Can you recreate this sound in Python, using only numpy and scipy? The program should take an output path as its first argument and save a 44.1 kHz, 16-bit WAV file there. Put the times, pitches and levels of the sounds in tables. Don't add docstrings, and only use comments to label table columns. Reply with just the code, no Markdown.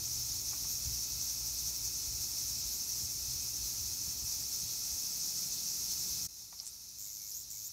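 import sys
import numpy as np
from scipy import signal
from scipy.fft import rfft, irfft
from scipy.io import wavfile

SR = 44100
rng = np.random.default_rng(int(sys.argv[2]) if len(sys.argv) > 2 else 0)


def master(y):
    cut = np.clip(np.atleast_2d(y).T, -1, 1)
    pcm = np.round(cut * 32767)
    wavfile.write(sys.argv[1], SR, pcm.astype(np.int16))


N = 340452
T = np.arange(N) / SR
DROP_S, DROP_DB = 6.272, -11.5

# frequency in Hz, level in dB.
TRAFFIC_TONE = [(25, -12), (55, 4), (160, -3), (250, -4), (390, -8), (470, -15), (1000, -14), (1700, -25),
                (2300, -12.5), (3000, -18.5), (5000, -19)]
# time in seconds, level in dB.
TRAFFIC_LEVELS = [(0, -55.5), (4.5, -56.5), (6.2, -56.5), (6.4, -55.5), (7.72, -56)]
# pitch in Hz, width in Hz, level in dB.
TOWN_NOTES = [(862.5, 20, -79), (1346, 77, -75.5), (2577, 160, -68.5)]
# frequency in Hz, level in dB.
RUMBLE_TONE = [(20, -47), (30, -25), (40, -2), (58, 3), (80, 1), (100, -3.5), (120, -2), (145, -13),
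               (300, -40)]
# time in seconds, rumble in dB, traffic murmur in dB.
RUMBLE_LEVELS = [(0, -56, -72), (1, -56, -72), (2.2, -56.5, -70), (3.8, -56.5, -73), (4.6, -61.5, -82),
                 (5.1, -81, -65.5), (6.2, -62, -62), (6.4, -60, -66.5), (7.72, -55.5, -75)]
# time in seconds, level in dB.
WIND_PUFFS = [(.64, -49.5), (3.04, -49.5), (4.08, -48.5), (4.24, -48.5), (4.41, -56), (4.64, -50.5),
              (4.93, -52)]
# pitch in Hz, width in Hz, level in dB.
CRICKET_NOTES = [(3700, 38, -64), (4100, 40, -61)]
# middle in seconds, half length in seconds, pitch in Hz, level in dB.
BIRD_WHISTLES = [(7.09, 0.055, 2180, -64), (7.245, 0.054, 2240, -61), (7.562, 0.046, 2230, -62)]
# frequency in Hz, level in dB.
CHORUS_TONE = [(2900, -29), (3600, -20), (4200, -11), (4900, -7), (5400, 0), (6200, -0.5), (7000, -6),
               (7700, -13), (8700, -16), (10400, -18), (11600, -9), (13000, -13), (15500, -15),
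               (17000, -39)]
# time in seconds, level in dB.
CHORUS_LEVELS = [(0, -39), (3, -39), (4.3, -39.5), (5, -38), (6.27, -38.5), (6.32, -38), (7.72, -36)]
# time in seconds, level in dB.
DEEP_SWELLS = [(.33, -53), (1.13, -55), (1.62, -53), (2.68, -50), (3.3, -52), (3.64, -53.5), (4.14, -57),
               (4.7, -50.5), (5.57, -50), (5.9, -49.5), (6.14, -50)]
# start in seconds, end in seconds.
GRASS_TRILLS = [(0, 1.05), (1.12, 2.585), (2.655, 4.155), (4.225, 5.67), (5.735, 7.2), (7.27, 7.72)]
# time in seconds, level in dB, pitch in Hz, ring time in seconds.
SQUEAKS_AND_CRACKS = [(6.5907, -25, 4720, .00042), (6.5998, -17.5, 5300, 0.00037),
                      (6.6021, -26, 4950, 0.00028), (6.631, -23, 8000, 0.000087),
                      (6.6486, -22, 7500, 0.000096), (6.6587, -20, 8400, 0.000099),
                      (6.6673, -14.5, 7350, 0.00011), (6.676, -15.5, 7960, 0.000099),
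                      (6.683, -23, 8600, 0.000086), (6.6907, -24, 8500, 0.00012)]
# time in seconds, level in dB.
WOOD_KNOCKS = [(.531, -49.5), (.644, -52), (6.526, -42), (6.6, -48), (6.63, -53), (6.728, -59)]
# pitch in Hz, level in dB, seconds to fade by 60 dB.
WOOD_NOTES = [(430, -7, .07), (700, -5, .08), (880, -2, .1), (1114, -4, .12), (1400, -6, .08),
              (1900, -6, .05), (2300, -2, .07)]
# start, end, squawk start and squawk end in seconds,
# then the squawk's first and last pitch in Hz.
ALARM_BURSTS = [(6.9858, 7.44, 7.314, 7.385, 5700, 7000), (7.5032, 7.68, 7.635, 7.68, 6500, 7200)]
# time in seconds, pitch in Hz.
ALARM_PITCH = [(6.986, 6760), (7.035, 7160), (7.09, 6560), (7.13, 6800), (7.215, 5970), (7.285, 6940),
               (7.504, 7200), (7.585, 6660)]
# singer, start in seconds, end in seconds,
# syllables per second, change in that rate each second, level in dB.
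SONG_PHRASES = [("low", .05, 2.3, 11.4, -.38, -42), ("low", 2.383, 3.3, 11.82, -.5, -42.5),
                ("low", 3.32, 4.05, 12.93, .5, -43.5), ("low", 4.104, 4.85, 11.67, -.5, -43),
                ("low", 4.909, 6.27, 13.11, -.1, -42.5), ("mid", .066, 1.78, 10.32, .5, -55),
                ("mid", 1.833, 3.36, 10.56, .34, -54), ("mid", 3.416, 4.2, 12.87, .5, -55.5),
                ("mid", 4.247, 6.27, 11.64, -.18, -52.5), ("high", .042, 1.95, 13.41, -.1, -51.5),
                ("high", 2.002, 4, 13.65, -.38, -53), ("high", 4.042, 6.27, 13.41, -.14, -52.5)]
# time in seconds, level in dB.
NEAR_SQUAWKS = [(.71, -42), (1.665, -44), (2.73, -43), (3.675, -45), (4.74, -48), (6.125, -45)]


def from_db(db):
    return 10 ** (np.asarray(db) / 20)


def rms_one(x):
    return x / np.sqrt(np.mean(x ** 2) + 1e-20)


def read(rows, at=T):
    seconds, *columns = np.transpose(rows)
    return [np.interp(at, seconds, column) for column in columns]


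def drift(turns_per_s):
    points = rng.standard_normal(400)
    return np.interp(T * turns_per_s, np.arange(400), points, period=400) * np.sqrt(1.5)


def colour(x, tone):
    hz, db = np.transpose(tone)
    bins_hz = np.maximum(np.arange(N // 2 + 1) * SR / N, 1)
    gains = from_db(np.interp(np.log(bins_hz), np.log(hz), db))
    return rms_one(irfft(rfft(x) * gains, N))


def noise_band(hz, width_hz):
    b, a = signal.iirpeak(hz, hz / width_hz, fs=SR)
    return rms_one(signal.lfilter(b, a, signal.lfilter(b, a, rng.standard_normal(N))))


def pings(times, gains, hz, ring_s, samples=140):
    times, gains, hz, ring_s = (c.reshape(-1, 1) for c in np.broadcast_arrays(times, gains, hz, ring_s))
    at = np.ceil(times * SR).astype(int) + np.arange(samples)
    age = at / SR - times
    waves = gains * age / ring_s * np.exp(1 - age / ring_s) * np.sin(2 * np.pi * hz * age)
    inside = (at >= 0) & (at < N)
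    return np.bincount(at[inside], waves[inside], N)


def leafy_clicks(times, gains, hz, ring_s, echo_db, delay_s, count=4):
    delays = delay_s * rng.exponential(1, (len(times), count)).T
    echoes = pings(times + delays, gains * from_db(echo_db) / np.sqrt(count), hz, ring_s)
    return pings(times, gains, hz, ring_s) + echoes


def trunk_echoes(x, echo_db=-9, count=24):
    out = x.copy()
    for lag in (rng.uniform(.002, .035, count) * SR).astype(int):
        out[lag:] += from_db(echo_db) / np.sqrt(count) * x[:-lag]
    return out


def town(hum_hz=59.2, surge_db=4):
    traffic = colour(rng.standard_normal(N), TRAFFIC_TONE) * from_db(read(TRAFFIC_LEVELS)[0])
    notes = sum(from_db(db) * noise_band(hz, width) for hz, width, db in TOWN_NOTES)
    phase = 2 * np.pi * np.cumsum(hum_hz * (1 + .021 * drift(11))) / SR
    hum = np.sin(phase) * from_db(4.2 * drift(9.2))
    hum += np.sin(2 * phase) * from_db(2 + 2.2 * drift(7))
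    rumble = colour(rng.standard_normal(N), RUMBLE_TONE) * from_db(surge_db * drift(14))
    rumble += from_db(-4) * hum
    murmur = noise_band(hz=159, width_hz=62)
    rumble_db, murmur_db = read(RUMBLE_LEVELS)
    return traffic + notes + rumble * from_db(rumble_db - .5) + murmur * from_db(murmur_db)


def wind_puffs(half_length_s=.023):
    swells = sum(from_db(db) * np.exp(-((T - s) / half_length_s) ** 2) for s, db in WIND_PUFFS)
    return swells * noise_band(hz=80, width_hz=76)


def crickets():
    return (T > DROP_S) * sum(from_db(db) * noise_band(hz, width) for hz, width, db in CRICKET_NOTES)


def bird():
    return sum(from_db(db) * np.exp(-((T - s) / half_length) ** 4) * noise_band(hz, width_hz=90)
               for s, half_length, hz, db in BIRD_WHISTLES)


def far_chorus(clicks_per_s=2500, flutter_db=.91, swell_s=.057, drone_db=-57.5):
    clicks = rms_one((rng.random(N) < clicks_per_s / SR) * rng.choice([-1, 1], N))
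    sizzle = colour(from_db(-3) * clicks + rng.standard_normal(N), CHORUS_TONE)
    swells = sum(from_db(db) * np.exp(-.5 * ((T - s) / swell_s) ** 2) for s, db in DEEP_SWELLS)
    deep_voices = noise_band(hz=4394, width_hz=1340) * np.hypot(swells, from_db(drone_db))
    return sizzle * from_db(read(CHORUS_LEVELS)[0] + flutter_db * drift(28)) + deep_voices


def grass_insect(hz=9300, strokes_per_s=123, tooth_gap_s=.0012):
    strokes = np.concatenate([np.arange(start, end, 1 / strokes_per_s) for start, end in GRASS_TRILLS])
    strokes += .0006 * np.interp(strokes, T, drift(3))
    slip, uneven, detune = rng.standard_normal((3, len(strokes), 3))
    times = strokes[:, None] + tooth_gap_s * (np.arange(3) + .141 * slip)
    gains = from_db(np.array([-51, -45, -51]) + .5 * uneven)
    return pings(times, gains, hz * (1 + .012 * detune), ring_s=.00065, samples=240)


def branch():
    times, click_db, pitch, ring_s = np.transpose(SQUEAKS_AND_CRACKS)
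    clicks = leafy_clicks(times, from_db(click_db), pitch, ring_s, echo_db=-1, delay_s=.0023, count=14)
    wood = np.zeros(N)
    age = T[:SR // 5]
    for hz, note_db, fade_s in WOOD_NOTES:
        knocks = np.zeros(N)
        for s, knock_db in WOOD_KNOCKS:
            at = int(s * SR)
            knocks[at:at + len(age)] += from_db(knock_db + note_db - 60 * age / fade_s)
        wood += knocks * noise_band(hz, width_hz=200)
    return clicks + from_db(-5.5) * wood


def disturbed_cicada(strokes_per_s=103.4, rib_gap_s=.0017, rib_step_db=-4, fade_db_per_s=70):
    out = np.zeros(N)
    for start, end, squawk_start, squawk_end, from_hz, to_hz in ALARM_BURSTS:
        times = np.arange(start, end, .5 / strokes_per_s)
        first_tymbal = np.arange(len(times)) % 2 == 0
        progress = (times - squawk_start) / (squawk_end - squawk_start)
        squawking = (progress >= 0) & (progress <= 1)
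        hz = np.where(squawking, from_hz + (to_hz - from_hz) * progress, read(ALARM_PITCH, times)[0])
        rattle_db = -23 + 8 * np.log2(hz / 6800)
        rattle_db -= fade_db_per_s * np.maximum(times - squawk_end, 0)
        rattle_db += 1.5 * np.exp(-(times - start) / .04)
        squawk_db = -25.5 + 4 * progress
        gains = from_db(np.where(squawking, squawk_db, rattle_db)) * (first_tymbal | squawking)
        ring_s = np.where(squawking, .00029, .00022)
        for rib in range(3):
            slip, uneven, detune = rng.standard_normal((len(times), 3)).T
            at = times + rib * rib_gap_s * (1 + .19 * slip)
            peak = gains * from_db(rib * rib_step_db + 1.2 * uneven)
            pitch = hz * (1 + detune / 50)
            out += leafy_clicks(at, peak, pitch, ring_s, echo_db=-7, delay_s=.0045)
            out += leafy_clicks(at, peak * from_db(-2), 2 * pitch, ring_s / 2, echo_db=-.5, delay_s=.0039)
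    return out


def syllables(singer, slip_s=.003, uneven_db=.6):
    rows = []
    for who, start, end, rate, quickening, level_db in SONG_PHRASES:
        if who == singer:
            age = np.arange(0, end - start, .001)
            beats = rate * age + quickening * age ** 2 / 2
            rows += [(start + s, level_db) for s in np.interp(np.arange(beats[-1]), beats, age)]
    return np.array(rows) + rng.standard_normal((len(rows), 2)) * [slip_s, uneven_db]


def cicada(calls, hz, glide, spread, swell_s, clicks_per_s, ring_s, echo_db, uneven_db, overtone_db=None):
    middle, level_db = np.transpose(calls)[:, :, None]
    ribs = np.arange(-26, 27)
    slip, uneven, detune = rng.standard_normal((len(calls), 3, len(ribs))).transpose(1, 0, 2)
    offset = (ribs + .3 * slip) / clicks_per_s
    swell = np.exp(-2 * (offset / swell_s) ** 2)
    peak = from_db(level_db + uneven_db * uneven) / np.sqrt(ring_s * clicks_per_s)
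    pitch = hz * (1 + glide * np.tanh(offset / swell_s) + spread * detune)
    times, gains, pitch = (middle + offset).ravel(), (peak * swell).ravel(), pitch.ravel()
    voice = leafy_clicks(times, gains, pitch, ring_s, echo_db, delay_s=.005, count=2)
    if overtone_db is not None:
        overtone_gains = gains * from_db(overtone_db)
        voice += leafy_clicks(times, overtone_gains, 2 * pitch, ring_s / 2, echo_db, .0046, count=2)
    return voice / np.sqrt(1 + from_db(echo_db) ** 2)


def near_cicadas():
    low = cicada(syllables("low"), hz=6050, glide=.16, spread=.045, swell_s=.033,
                 clicks_per_s=500, ring_s=.00036, echo_db=-1, uneven_db=1.2, overtone_db=-15)
    mid = cicada(syllables("mid"), hz=7850, glide=.1, spread=.015, swell_s=.035,
                 clicks_per_s=520, ring_s=.00045, echo_db=-2, uneven_db=1)
    high = cicada(syllables("high"), hz=14600, glide=-.04, spread=.04, swell_s=.03,
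                  clicks_per_s=620, ring_s=.00018, echo_db=0, uneven_db=.8)
    squawks = cicada(NEAR_SQUAWKS, hz=6420, glide=.12, spread=.021, swell_s=.054,
                     clicks_per_s=480, ring_s=.00034, echo_db=-6, uneven_db=1.5, overtone_db=0)
    return from_db(1.2) * low + from_db(4) * (mid + high) + squawks


def scene():
    song = from_db(-.97) * trunk_echoes(far_chorus() + near_cicadas())
    park = song + grass_insect() + crickets() + bird()
    park = park + disturbed_cicada() + branch() + town() + wind_puffs()
    return np.stack([park, park])


def record(dry):
    level_db = np.interp(T, [DROP_S - .006, DROP_S + .007, DROP_S + .016], [0, -26, DROP_DB])
    cutoff_hz = 15680
    treble_cut = signal.ellip(12, .1, 80, cutoff_hz, fs=SR, output="sos")
    return signal.sosfilt(treble_cut, dry * from_db(level_db))


dry = scene()
out = record(dry)
master(out)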